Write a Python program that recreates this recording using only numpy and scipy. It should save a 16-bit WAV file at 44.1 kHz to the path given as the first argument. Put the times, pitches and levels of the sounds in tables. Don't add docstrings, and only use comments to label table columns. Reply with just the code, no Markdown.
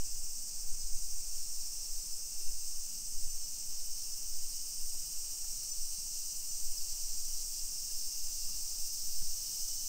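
import sys
import numpy as np
from scipy import signal
from scipy.fft import rfft, irfft
from scipy.io import wavfile
from scipy.ndimage import uniform_filter1d

SR = 44100
rng = np.random.default_rng(int(sys.argv[2]) if len(sys.argv) > 2 else 0)


def output_pcm(signal):
    pcm = np.clip(np.atleast_2d(signal).T, -1, 1) * 32767
    wavfile.write(sys.argv[1], SR, np.round(pcm).astype(np.int16))


def gain_from_decibels(decibels):
    exponent = np.asarray(decibels, float) / 20
    return 10 ** exponent


N = 435708

# pitch_hz, level_db (per Hz)
SONG_SPECTRUM = [(1940, -44), (3300, -27.5), (3730, -23.5), (5060, -2.5), (5760, 0.5), (6950, -4),
                 (8440, -0.5), (8830, -4), (9790, -15.5), (10300, -17), (12900, -12.5), (14400, -9),
                 (15500, -9)]
BAND_EDGES_HZ = (4900, 7000, 10200)
# start_db, approach_db_per_s (walking nearer), effort_share, view_db (gain by the open view)
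SONG_BANDS = [
    (-63, 0.8759, 0.64, -0.9),
    (-46.5, 0.3634, 0.95, 0.3),
    (-47.5, -0.075, .5, 2.6),
    (-55, 0.56, .3, 0.3),
]
# time_s, effort_db
CROWD_EFFORT = [(0, 0.4), (.9, 0), (1.5, 1.2), (2.2, -0.7), (3.4, -0.1), (4.2, 0.1), (5.2, -1), (6.9, -0.6),
                (7.5, -0.1), (8.9, 0.74), (9.2, -0.5), (9.88, -0.5)]
# time_s, clicks_per_s
SOLO_CLICK_RATE = [(0, 397.6), (6.5, 398.4), (9.88, 399.5)]
# pitch_hz, gain_db
SOLO_COLOUR = [(4600, -10), (5300, -2), (6300, -1.5), (7000, -18), (11000, -4), (13000, 0.5), (14300, 3),
               (15700, 0)]
# time_s, effort_db
SOLO_EFFORT = [(0, 1.5), (1.2, -3), (3, -5), (4.2, 0), (5.4, -0.5), (7.2, -4), (8.2, -4), (9.88, 1)]
# time_s, pitch_hz, level_db
LOW_WHISTLE = [(0, 2670, -75), (.8, 2690, -84), (2.2, 2720, -73), (3.7, 2735, -75), (6.2, 2750, -73.5),
               (8.2, 2765, -71.5), (9.88, 2750, -75)]
# time_s, pitch_hz, level_db
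HIGH_WHISTLE = [(0, 2890, -74), (.7, 2870, -84), (2.8, 2970, -78), (4.5, 3000, -72), (5.8, 2977, -72),
                (7.7, 3015, -75), (8.7, 3010, -77.5), (9.88, 2990, -65)]
# pitch_hz, level_db (per Hz)
VALLEY_SPECTRUM = [(16, -47), (28, -6.5), (35, -4.5), (48, -16.5), (91, -26), (119, -33.5), (161, -29),
                   (314, -40), (1040, -43.5), (1920, -49), (2210, -46), (2710, -39.5), (3250, -46.5),
                   (3600, -51), (4680, -67), (7920, -120)]
# centre_hz, width_hz, level_db
ARM_RESONANCES = [(2.64, 1.9, -6), (6.04, 1.2, 2), (9.4, 4.1, -7), (14.8, 3.1, -8), (20.8, 2.9, -19)]
# time_s, swing_db (of the arm), knock_db (through the grip)
JOLTS = [(.08, -31.5, -51), (.62, -29, -62), (.85, -30, -54), (1.119, -31, -56), (1.499, -40.5, -57),
         (1.9, -30.5, -69), (2.5, -26, -58), (3.18, -31.5, -57), (3.65, -38, -65), (4.03, -45, -59),
         (4.28, -34, -58), (4.8, -33.5, -63), (5.08, -36.5, -62), (5.45, -36, -61), (5.8, -33.5, -65),
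         (6.65, -32.5, -64), (7.05, -35.5, -62), (7.3, -34.5, -67), (7.65, -37, -93), (7.969, -33, -73),
         (8.22, -33, -68), (8.55, -38, -56), (8.82, -39, -67), (9.15, -30.5, -67), (9.65, -34.5, -76)]
# start_s, peak_db, pitch_hz
CONTACTS = [(.025, -60, 3080), (.225, -78, 800), (.718, -59, 149), (1.122, -62, 148), (1.198, -63, 376),
            (1.298, -66, 505), (1.352, -54, 3100), (1.380, -59, 2980), (2.409, -59, 378), (2.510, -61, 573),
            (3.104, -66, 456), (4.338, -61, 330), (4.858, -62, 570), (4.942, -61, 304), (4.943, -59, 580),
            (4.944, -61, 880), (5.441, -60, 1750), (5.441, -63, 1350), (5.442, -61, 816), (5.98, -59, 150),
            (6.062, -61, 900), (7.401, -59, 446), (7.898, -60, 1680), (8.490, -58, 1200), (9.215, -55, 75),
            (9.220, -52, 148), (9.681, -61, 1260)]
# start_s, end_s, pitch_hz, level_db
FAR_HUM = [
    (0.33, .55, 216.3, -71.5),
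    (2.845, 3.204, 214, -70.5),
]
# centre_s, centre_hz
PARTINGS = [(.256, 7600), (.256, 11750), (.337, 9100), (.42, 13100), (.42, 8650), (.813, 7650),
            (.813, 5200), (1.162, 14100), (2.031, 6500), (2.031, 9700), (2.137, 12750), (2.137, 4900),
            (2.137, 7040), (2.857, 11400), (3.309, 14400), (3.309, 6370), (3.447, 5830), (4.135, 11100),
            (4.135, 5200), (5.49, 10300), (5.723, 9700), (5.723, 6300), (6.234, 7600), (6.502, 6260),
            (6.782, 4760), (7.0, 13050), (7.0, 9700), (7.175, 9650), (7.175, 12100)]

SONG_TOP_HZ = 15745
VIEW_OPENS_S, VIEW_WIDENS_S = 4.8, 0.32
THROBS_PER_S, THROB_WANDER = 15.8, 0.015
WHISTLE_FLUTTER_DB = 1.4
VALLEY_LEVEL_DB = -67.0
RUMBLE_DB, RUMBLE_FOLLOWS = -74, 0.19
JOLT_RISE_S, SWING_FADE_S, KNOCK_FADE_S = 0.067, 0.18, 0.12
REST_SWING_DB, REST_THRUM_DB = -41.5, -65
TICK_T60_S, RING_CYCLES = 0.022, 5.2
PARTING_WIDTH_HZ = 1400


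def rms_one(x):
    return x / np.sqrt(np.mean(x ** 2) + 1e-20)


def in_time(rows):
    time_s, *columns = np.transpose(rows)
    return [np.interp(np.arange(N) / SR, time_s, column) for column in columns]


def over_pitch(values):
    return np.interp(np.linspace(0, len(values) - 1, N // 2 + 1), np.arange(len(values)), values)


def colour(points):
    hz = np.maximum(np.arange(N // 2 + 1) * SR / N, 0.1)
    point_hz, point_db = np.transpose(points)
    return hz, gain_from_decibels(np.interp(np.log(hz), np.log(point_hz), point_db))


def drift(rate_hz):
    pole = np.exp(-80 * np.pi * rate_hz / SR)
    white = rng.standard_normal(N // 40 + 4002)
    slow = signal.lfilter([1], [1, -2 * pole, pole * pole], white)[4000:]
    return np.interp(np.arange(N) / 40, np.arange(len(slow)), rms_one(slow - slow.mean()))


def jolted(levels_db, fade_s, rest_db):
    t = np.arange(0, N, 64) / SR
    power = gain_from_decibels(2 * rest_db)
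    for (jolt_s, *_), level_db in zip(JOLTS, levels_db):
        since = t - jolt_s
        rise, fade = since / JOLT_RISE_S * 2, -(since / fade_s) ** 2
        power = power + gain_from_decibels(2 * level_db) * np.exp(np.where(since < 0, rise, fade))
    return np.interp(np.arange(N) / SR, t, 10 * np.log10(power))


def singer(clicks_per_s, loudness, uneven_db, scatter_s, weak_drum_db):
    count = np.floor(rng.random() + np.cumsum(clicks_per_s) / SR)
    beat = (np.diff(count, prepend=0) > 0) * gain_from_decibels(weak_drum_db * (count % 2))
    clicks = beat * loudness * gain_from_decibels(uneven_db * rng.standard_normal(N))
    delay_s = scatter_s * over_pitch(rng.random(400))
    phase = 2 * np.pi * np.cumsum(delay_s) * SR / N
    return rfft(clicks / np.sqrt(np.mean(clicks_per_s))) * np.exp(-1j * phase)


def far_crowd():
    bodies = gain_from_decibels(8 * rng.standard_normal((18, 120)))
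    bodies = bodies / np.sqrt(np.sum(bodies ** 2, axis=0))
    crowd = 0
    for clicks_per_s, body in zip(np.geomspace(300, 520, 18), bodies):
        rate = clicks_per_s * (1 + 0.01 * drift(0.4) + 0.007 * drift(25))
        swell = gain_from_decibels(1.3 * drift(0.3) + 0.8 * drift(20))
        voice = singer(rate, swell, uneven_db=3.5, scatter_s=0.017, weak_drum_db=-0.5)
        crowd = crowd + over_pitch(body) * voice
    return crowd / np.sqrt(uniform_filter1d(np.abs(crowd) ** 2, size=500))


def near_singer():
    throbs_per_s = THROBS_PER_S * (1 + THROB_WANDER * drift(0.44))
    throb_phase = 2 * np.pi * np.cumsum(throbs_per_s) / SR + 1.14 + 0.53 * drift(1.1)
    throb = 1 + 1.8 * np.cos(throb_phase)
    effort_db, = in_time(SOLO_EFFORT)
    rate = in_time(SOLO_CLICK_RATE)[0] * (1 + 0.0012 * drift(1.5) + 0.0012 * drift(30))
    return singer(rate, throb * gain_from_decibels(effort_db), uneven_db=0.5, scatter_s=0.008, weak_drum_db=-5.0)


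def chorus():
    crowd, solo = far_crowd(), near_singer()
    match = np.sqrt(np.mean(np.abs(crowd) ** 2) / np.mean(np.abs(solo) ** 2))
    solo = solo * match * gain_from_decibels(-8.5) * colour(SOLO_COLOUR)[1]
    hz, song = colour(SONG_SPECTRUM)
    voices = (crowd + solo) * song * (hz < SONG_TOP_HZ)
    above = [1] + [1 / (1 + np.exp((edge_hz - hz) / 250)) for edge_hz in BAND_EDGES_HZ] + [0]
    t = np.arange(N) / SR
    effort_db, = in_time(CROWD_EFFORT)
    view = 1 / (1 + np.exp((VIEW_OPENS_S - t) / VIEW_WIDENS_S))
    flutters_db = (1.3, 0.3, 0.2, 0.3)
    out = 0
    for lower, upper, settings, flutter_db in zip(above, above[1:], SONG_BANDS, flutters_db):
        start_db, approach_db_per_s, effort_share, view_db = settings
        level_db = start_db + approach_db_per_s * t + effort_share * effort_db + view_db * view
        band = rms_one(irfft(voices * (lower - upper), N))
        out = out + gain_from_decibels(level_db + flutter_db * drift(10.4)) * band
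    return out


def whistlers():
    out = 0
    for table, wavers_per_s in ((LOW_WHISTLE, 40), (HIGH_WHISTLE, 60)):
        pitch_hz, level_db = in_time(table)
        phase = 2 * np.pi * np.cumsum(pitch_hz) / SR
        loudness = gain_from_decibels(level_db + WHISTLE_FLUTTER_DB * drift(12))
        tone = drift(wavers_per_s) * np.cos(phase) + drift(wavers_per_s) * np.sin(phase)
        out = out + loudness * tone
    return out


def valley():
    hz, tone = colour(VALLEY_SPECTRUM)
    noise = rfft(rng.standard_normal(N)) * tone
    deep, low = 1 / (1 + (hz / 85) ** 6), 1 / (1 + (hz / 270) ** 6)
    knock_db = jolted(np.transpose(JOLTS)[2], KNOCK_FADE_S, REST_THRUM_DB)
    thrum = gain_from_decibels(knock_db + 0.5) * rms_one(irfft(noise * deep * (hz > 26), N))
    rumble_db = RUMBLE_DB + RUMBLE_FOLLOWS * (knock_db - knock_db.mean()) + 3.2 * drift(11)
    rumble = gain_from_decibels(rumble_db) * rms_one(irfft(noise * (low - deep), N))
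    hum = gain_from_decibels(VALLEY_LEVEL_DB + 0.5 * drift(4.9)) * rms_one(irfft(noise * (1 - low), N))
    return thrum + rumble + hum


def shake():
    hz = np.arange(N // 2 + 1) * SR / N
    arm = 0
    for centre_hz, width_hz, level_db in ARM_RESONANCES:
        arm = arm + gain_from_decibels(level_db) / (1 + ((hz - centre_hz) / (width_hz / 2)) ** 2)
    sway = rms_one(irfft(rfft(rng.standard_normal(N)) * arm / (1 + (hz / 30) ** 4), N))
    settle = np.exp(-np.arange(N) / (0.12 * SR))
    swing_db = jolted(np.transpose(JOLTS)[1], SWING_FADE_S, REST_SWING_DB)
    return gain_from_decibels(swing_db) * (sway - sway[0] * (settle + settle[::-1])) + 0.038 * settle


def steps():
    out, t = np.zeros(N), np.arange(8192) / SR
    out = np.pad(out, (0, 8192))
    grit_band = signal.butter(2, [250, 1900], "band", fs=SR, output="sos")
    grit = signal.sosfilt(grit_band, rng.standard_normal((len(CONTACTS), 8192)))
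    turns = rng.random(len(CONTACTS))
    for (start_s, peak_db, pitch_hz), turn, crush in zip(CONTACTS, turns, grit):
        decay = gain_from_decibels(-60 * t / (TICK_T60_S + RING_CYCLES / pitch_hz))
        note = np.sin(2 * np.pi * (pitch_hz * t + turn)) * decay * (1 - np.exp(-t / 0.0057))
        note += gain_from_decibels(-11.0) * crush * gain_from_decibels(-60 * t / 0.049)
        at = round(start_s * SR)
        out[at:at + 8192] += gain_from_decibels(peak_db + 10.5) * note
    return out[:N]


def far_hum():
    out, t = np.zeros(N), np.arange(N) / SR
    for start_s, end_s, pitch_hz, level_db in FAR_HUM:
        swell = np.clip(np.minimum(t - start_s, end_s - t) / 0.029, 0, 1)
        out += gain_from_decibels(level_db + 0.7 * drift(15)) * swell * np.sin(2 * np.pi * pitch_hz * t)
    return out


def scene():
    mono = chorus() + whistlers() + valley() + shake() + steps() + far_hum()
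    return np.tile(mono, (2, 1))


def low_pass(x):
    return signal.sosfilt(signal.butter(12, 15810, fs=SR, output="sos"), x)


def record(dry):
    side, hz = np.zeros(N), np.arange(1025) * SR / 2048
    window = np.hanning(2048)
    for centre_s, centre_hz in PARTINGS:
        at = round(centre_s * SR) - 1024
        in_band = np.abs(hz - centre_hz) < PARTING_WIDTH_HZ / 2
        level = np.abs(rfft(dry[0, at:at + 2048] * window)) * in_band
        burst = irfft(level * np.exp(2j * np.pi * rng.random(1025)))
        side[at:at + 2048] += gain_from_decibels(4.5) * window ** 1.4 * burst
    return low_pass(dry + side * [[1], [-1]])


dry = scene()
out = record(dry)
output_pcm(out)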